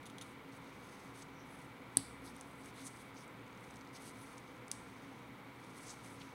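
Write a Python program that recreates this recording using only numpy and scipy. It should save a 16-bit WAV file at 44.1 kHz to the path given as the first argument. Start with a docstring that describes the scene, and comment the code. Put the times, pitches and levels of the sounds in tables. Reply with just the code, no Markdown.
"""A small steel watch case is handled on a cushion, close by in a quiet room, by fingers in rubber covers.
Loose metal parts clink as they are put down. The case back snaps shut, ringing briefly and thumping
the bench, and a fainter click follows later. All along, the rubber sticks and slips on the steel,
which makes rubbing, ticks and short swishes. A fan hums steadily behind it all."""
import sys
import numpy as np
from scipy import signal
from scipy.fft import rfft, irfft
from scipy.io import wavfile

SR = 44100
rng = np.random.default_rng(int(sys.argv[2]) if len(sys.argv) > 2 else 0)


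def master(y):
    """Save y as 16-bit WAV."""
    cut = np.clip(np.atleast_2d(y).T, -1, 1)
    pcm = np.round(cut * 32767)  # scale
    wavfile.write(sys.argv[1], SR, pcm.astype(np.int16))


N = 279594
T = np.arange(N) / SR

# The case back's first touch, snap and bounces. Each row: start in seconds, peak level in dB.
SNAP_HITS = [(1.96993, -31.5), (1.9707, -9), (1.97118, -14), (1.97249, -20.5), (1.9744, -30)]
SNAP_S = SNAP_HITS[1][0]  # the loudest hit


def amp(db):
    """Turns decibels into a number to multiply by."""
    return 10 ** (np.asarray(db) / 20)


def unit_level(x):
    """Scales a sound so that its average level (rms) is 1."""
    return x / np.sqrt(np.mean(x ** 2) + 1e-20)


def read_curve(points, hz):
    """Reads between a table's rows along a pitch-like (logarithmic) frequency scale."""
    point_hz, values = np.transpose(points)
    return np.interp(np.log(hz + 1), np.log(point_hz + 1), values)


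def add(mix, start, sound):
    """Lays a sound into the mix at a start time in seconds."""
    part = mix[max(round(start * SR), 0):][:len(sound)]
    part += sound[:len(part)]


def filtered(x, curve):
    """Turns each frequency up or down along a curve of (Hz, dB) points."""
    freqs = np.fft.rfftfreq(len(x), 1 / SR)
    return irfft(rfft(x) * amp(read_curve(curve, freqs)), len(x))


def resonant(x, hz, width):
    """Keeps one steep-sided band of frequencies, at level 1."""
    freqs = np.fft.rfftfreq(len(x), 1 / SR)
    cut = np.sqrt(1 + (2 * (freqs - hz) / width) ** 4)
    return unit_level(irfft(rfft(x) / cut, len(x)))


def drift(rate_hz):
    """A smooth random wobble, typically 1 in size."""
    return resonant(rng.standard_normal(N), 0, 2 * rate_hz)


def grains(size, per_s, spread_db):
    """Surfaces catch and let go: many tiny clicks of uneven size at random times."""
    releases = rng.standard_normal(size) * (rng.random(size) < per_s / SR)
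    return releases * amp(spread_db * np.minimum(rng.exponential(1, size), 4))


def swell(start, length, rise_share=0.25, fall_share=0.35):
    """A loudness shape that rises, holds and falls back to silence."""
    progress = (T - start) / length
    ramp = np.minimum(progress / rise_share, (1 - progress) / fall_share)
    return np.sin(np.pi / 2 * np.clip(ramp, 0, 1))


def burst(mix, peak_s, db, hz, width, rise_s, fall_s):
    """Adds a patch of tiny clicks that builds to a peak and dies away."""
    t = np.arange(-SR // 10, SR // 10) / SR
    shape = np.exp(-abs(t) / np.where(t < 0, rise_s, fall_s))
    friction = resonant(grains(len(t), per_s=12000, spread_db=0.5), hz, width)
    add(mix, peak_s + t[0], amp(db) * shape * friction)


def ring(tones):
    """Struck steel rings, scaled to peak 1; wider tones die sooner, and neighbours swing opposite ways."""
    t = T[:SR // 20]
    sound = sum((-1) ** k * amp(db) * width * np.exp(-np.pi * width * t) * np.sin(2 * np.pi * hz * t)
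                for k, (hz, width, db) in enumerate(tones))
    return sound / abs(sound).max()


def fan():
    """A fan makes steady air noise, narrow ringing bands in its duct and two wavering hums."""
    # The tone of the moving air. Each row: frequency in Hz, relative level in dB.
    air_curve = [(15, -24), (28, -14.5), (40, -22.5), (65, -5.5), (90, -11), (115, -2), (250, -1.5),
                 (420, -6.5), (620, -11.5), (900, -7), (1350, -9.5), (1700, -14.5), (2250, -10.5),
                 (2600, -19), (3700, -21), (5200, -32), (7500, -35.5), (16000, -36)]
    # Where the duct rings. Each row: frequency in Hz, width in Hz, level in dB.
    duct_bands = [(491, 56, -67.5), (857, 25.35, -77), (968, 18, -74), (1026, 19, -74.5), (1229, 25, -82.5),
                  (1363, 38, -73), (2021, 39, -74), (2263, 100, -71.5)]
    # The hums. Each row: frequency in Hz, level in dB, pitch waver in Hz.
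    hum_tones = [(119.2, -66.5, 3.92), (272.8, -62, 4.08)]
    air = amp(-55) * unit_level(filtered(rng.standard_normal(N), air_curve))
    duct = sum(amp(db) * resonant(rng.standard_normal(N), hz, width) for hz, width, db in duct_bands)
    hum = np.zeros(N)
    for hz, db, waver in hum_tones:
        flutter = amp(3.3 * drift(rate_hz=7.6))
        pitch = hz + waver * drift(rate_hz=7.97)
        hum += amp(db) * unit_level(flutter * np.sin(2 * np.pi * np.cumsum(pitch) / SR))
    return air + duct + hum


def clinks():
    """Loose parts chatter briefly at each touch and ring; a tiny part adds a thin, high ting."""
    # Each row: start in seconds, level in dB, chatter time in seconds, level of the ting in dB.
    touches = [(.029, -58, .004, -75), (.056, -55, 0.0067, -66), (.063, -49.5, 0.0041, -54),
               (.069, -53, .004, -60), (.098, -55.5, 0.0055, -68), (0.1834, -40.5, 0.0011, -69),
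               (.188, -54, .002, -72), (0.2118, -45.5, 0.0064, -66), (.2208, -45.5, 0.0033, -52)]
    # How the loose parts ring. Each row: frequency in Hz, width in Hz, relative strength in dB.
    part_tones = [(2660, 200, -4), (3600, 420, 5.5), (4860, 330, -4), (6250, 590, 0), (8100, 270, -6),
                  (8800, 250, -2), (9700, 460, -2), (11200, 700, -12), (15100, 400, -15)]
    ting_hz, ting_fade_s = 10950, 0.0052
    contacts, tings, t = np.zeros(N), np.zeros(N), T[:SR // 20]
    ting = np.exp(-t / ting_fade_s) * np.sin(2 * np.pi * ting_hz * t)
    for start, db, chatter_s, ting_db in touches:
        chatter = unit_level(grains(len(t), per_s=7600, spread_db=-1.5))
        add(contacts, start, amp(db) * chatter * np.exp(-t / chatter_s))
        add(tings, start, amp(ting_db) * ting)
    ringing = ring(part_tones)
    return signal.oaconvolve(contacts, ringing / np.linalg.norm(ringing))[:N] + tings


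def rubbing():
    """Sliding rubber sticks and slips, making a dull drag and a hiss that waver as the fingers move."""
    # Each row: start in seconds, length in seconds, level in dB, brightness in dB (higher is hissier).
    strokes = [(0.216, 0.13, -78, 8), (.51, 0.076, -69, 2), (.6, 0.24, -73.5, -2.5),
               (0.756, 0.42, -70.5, -0.5), (1.135, .11, -66.5, 2), (1.44, 0.27, -74, 3),
               (1.89, 0.25, -77, 5), (2.232, .1, -68, 4.5), (2.33, 0.12, -69, -2), (2.424, 0.27, -78, 8),
               (2.626, 0.093, -66, 0), (2.734, 0.17, -65, 2), (2.868, 0.26, -73, 4.5),
               (2.991, 0.042, -66.5, 4), (3.137, 0.13, -71.5, 3.5), (3.55, 0.28, -76, 2.5),
               (3.926, 0.068, -66, 0.5), (3.988, 0.14, -63.5, 2.5), (4.12, 0.31, -69, 1.5),
               (4.378, 0.24, -76, -3), (4.78, 0.52, -74.5, -3), (5.503, 0.75, -72, 0.5),
               (5.736, 0.24, -67.5, 4.5), (6.032, 0.064, -65, 1.5), (6.08, 0.087, -71, 8),
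               (6.15, 0.21, -69, -4)]
    # The tone of the drag and of the hiss. Each row: frequency in Hz, relative level in dB.
    drag_curve = [(1500, -24.5), (2700, -4.5), (4300, -1), (5200, -2.5), (6400, 1), (7200, -10),
                  (9000, -17), (16000, -40)]
    hiss_curve = [(5000, -32.5), (7200, -11.5), (7900, 0), (9500, 0.5), (10200, -1), (11200, -9.5),
                  (12800, -9), (13800, -32), (15300, -20), (17000, -32)]
    drag_power, hiss_power = amp(-83) ** 2, amp(-81) ** 2  # a resting grip is never quite still
    for start, length, db, brightness_db in strokes:
        power = (amp(db) * swell(start, length)) ** 2
        drag_power = drag_power + power
        hiss_power = hiss_power + power * amp(brightness_db) ** 2
    drag = unit_level(filtered(grains(N, per_s=4000, spread_db=-0.5), drag_curve))
    hiss = unit_level(filtered(grains(N, per_s=10000, spread_db=2.5), hiss_curve))
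    waver = amp(1.8 * drift(rate_hz=37))
    return waver * (amp(-0.5) * np.sqrt(drag_power) * drag + amp(-2.5) * np.sqrt(hiss_power) * hiss)


def ticks():
    """The grip ticks as it catches on an edge, and creeps under steady pressure in a run of fainter ticks."""
    # Single catches. Each row: time in seconds, level in dB, centre frequency in Hz.
    catches = [(.922, -58, 11000), (.995, -62, 9000), (2.365, -52, 9500), (2.411, -47.5, 8300),
               (2.659, -54.5, 9000), (3.279, -57, 8500), (3.708, -58, 6000), (3.759, -54.5, 7000),
               (3.769, -57, 6460), (3.811, -57, 5400), (3.874, -59, 5570), (4.02, -53, 8530),
               (4.381, -52, 7500), (5.781, -60, 8500), (6.047, -53, 8500)]
    creep_start_s, creep_end_s, creep_per_s = 3.46, 4.1, 30
    creep_db, creep_hz = -63.5, 5600
    creep = []
    for beat in np.arange(creep_start_s, creep_end_s, 1 / creep_per_s):
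        late, force = rng.uniform(-1.1, 1, size=2)
        creep.append((beat + late / creep_per_s / 2, creep_db + 0.5 * force, creep_hz))
    out = np.zeros(N)
    for peak_s, db, hz in list(catches) + creep:
        burst(out, peak_s, db, hz, width=4200, rise_s=0.0006, fall_s=0.002)
    return out


def slips():
    """The rubber stretches, then lets go more quickly; the tighter it is, the higher it sounds."""
    # Each row: peak time in seconds, level in dB, centre in Hz, width in Hz, rough length in seconds.
    releases = [(1.227, -52.5, 6000, 3500, 0.009), (1.413, -69, 5800, 600, 0.078),
                (1.55, -68, 10600, 1400, .085), (2.27, -61, 11000, 1600, .05),
                (2.278, -60, 4600, 2000, 0.033), (2.797, -62.5, 3540, 2000, 0.077),
                (2.873, -46, 8240, 4500, 0.022), (3.179, -58.5, 5500, 1800, .022),
                (3.215, -59, 5540, 1000, .016), (3.965, -54.5, 5100, 2500, 0.017),
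                (4.082, -59.5, 8000, 9000, .035), (4.23, -62, 10500, 2500, 0.065),
                (5.907, -50, 6540, 3360, 0.047), (6.219, -53.5, 3770, 2800, 0.013)]
    out, rise_share = np.zeros(N), 0.69
    for peak_s, db, hz, width, length in releases:
        burst(out, peak_s, db, hz, width, rise_share * length, (1 - rise_share) * length)
    return out


def steel_hits(hits, tones, scrape_db, scrape_fade_s):
    """Each hit rings steel that the fingers quickly hush; on the second hit, edges scrape into place."""
    out, ringing, t = np.zeros(N), ring(tones), T[:SR // 20]
    for start, db in hits:
        add(out, start, amp(db) * ringing)
    scrape = resonant(rng.standard_normal(len(t)), hz=7800, width=8960)
    add(out, hits[1][0], amp(scrape_db) * np.exp(-t / scrape_fade_s) * scrape)
    return out


def back_snap():
    """The case back touches, snaps shut and bounces, ringing each time."""
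    # How the case back rings. Each row: frequency in Hz, width in Hz, relative strength in dB.
    back_tones = [(1680, 560, -25.5), (2644, 350, -24), (3960, 260, -16.5), (4300, 260, -16.5),
                  (4980, 490, -16.5), (5600, 350, -23), (6570, 280, -16), (7800, 370, -5.5),
                  (8800, 640, 1.5), (10330, 470, -0.5), (11200, 600, -12.5), (12750, 500, -24.5),
                  (15500, 440, -27.5)]
    return steel_hits(SNAP_HITS, back_tones, scrape_db=-30, scrape_fade_s=0.0025)


def bench_thump():
    """The sudden give of the snap pushes the cushion and thumps the bench."""
    # How the bench rings. Each row: frequency in Hz, level in dB, seconds to fade by 60 dB.
    bench_tones = [(114, -44, 0.24), (170, -40.5, 0.093), (271, -41, 0.31), (263, -32.5, .03),
                   (674, -30, 0.008)]
    out, t = np.zeros(N), T[:SR]
    push = 1 - np.exp(-t / 0.00025)  # the cushion softens the start
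    for hz, db, fade_s in bench_tones:
        fade = np.exp(-np.log(1000) * t / fade_s)
        add(out, SNAP_S, amp(db) * push * fade * np.cos(2 * np.pi * hz * t))
    return out


def drone(hz=63, db=-67):
    """A soft, low tone comes and goes just after the snap."""
    return amp(db) * swell(start=1.98, length=0.43) * unit_level(np.sin(2 * np.pi * hz * T))


def case_click():
    """The case clicks faintly in the hand as a few small hits ring the steel."""
    # Each row: start in seconds, peak level in dB.
    click_hits = [(4.6815, -42), (4.71522, -21), (4.7158, -39), (4.7170, -34)]
    # How the held case rings. Each row: frequency in Hz, width in Hz, relative strength in dB.
    case_tones = [(1960, 260, -21), (2750, 500, -12), (3650, 420, -8.5), (4830, 580, -2.5),
                  (6150, 710, 0.5), (7700, 300, 1.5), (8300, 580, 0), (9540, 640, 3.5), (12500, 1100, -22)]
    return steel_hits(click_hits, case_tones, scrape_db=-46.5, scrape_fade_s=0.0035)


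def room(x, frame_size=64):
    """The room stores the energy of each frequency band and lets it die away as noise."""
    # Each row: frequency in Hz, seconds to fade by 60 dB. The curve is above zero at every band used.
    fade_curve = [(100, 3), (1000, -0.1), (4500, 0.45), (9000, 0.5), (15000, 0.3)]
    # The tone of the echo. Each row: frequency in Hz, boost or cut in dB.
    echo_curve = [(100, -6), (1000, 11), (2800, 2.5), (5000, 0.5), (6400, 1), (7200, -3), (8000, 4),
                  (10000, -0.5), (11500, -3.5), (15000, -1.5)]
    hz, times, bands = signal.stft(x, SR, nperseg=frame_size)
    kept_per_frame = np.exp(-2 * np.log(1000) * times[1] / read_curve(fade_curve, hz))
    stored = np.array([signal.lfilter([0, 1 - kept], [1, -kept], abs(band) ** 2)
                       for band, kept in zip(bands, kept_per_frame)])
    noise = signal.stft(rng.standard_normal(N), SR, nperseg=frame_size)[2]
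    tail = signal.istft(np.sqrt(stored) * noise / noise.std(), SR, nperseg=frame_size)[1][:N]
    return filtered(tail, echo_curve)


def scene():
    """Mixes the work on the case, its echoes, the fan and the drone into one channel."""
    # The hollow between the fingers shapes slips and ticks. Each row: frequency in Hz, boost or cut in dB.
    finger_hollow = [(2000, 2.5), (4400, 1), (5300, -2), (6400, 2.5), (7200, -4.5), (7900, 0.5), (9700, 2),
                     (11200, -7.5), (12700, -3), (13900, -12), (15300, -9)]
    # The case back throws its middle tones sideways into the room.
    # Each row: frequency in Hz, boost or cut in dB.
    sideways_curve = [(100, -1), (2800, 9), (3700, 6.5), (4600, 11.5), (5600, 5), (6600, 0.5), (7200, -0.5),
                      (8600, -6.5), (10000, -3), (15000, 0.5)]
    background = fan() + drone()
    snap, click, parts = back_snap(), case_click(), clinks()
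    fingers = rubbing() + filtered(slips() + ticks(), finger_hollow)
    echoes = filtered(room(amp(-17.5) * snap), sideways_curve)
    echoes += room(amp(-12) * click + amp(-11) * parts + amp(-14) * fingers)
    return (snap + bench_thump() + click + parts + fingers + echoes + background)[None]


def record(dry):
    """Cuts away the very highest treble."""
    cutoff_hz = 15900
    low_pass = signal.firwin(511, cutoff_hz, window=("kaiser", 9), fs=SR)
    return signal.oaconvolve(dry, low_pass[None], "same")


dry = scene()
out = record(dry)
master(out)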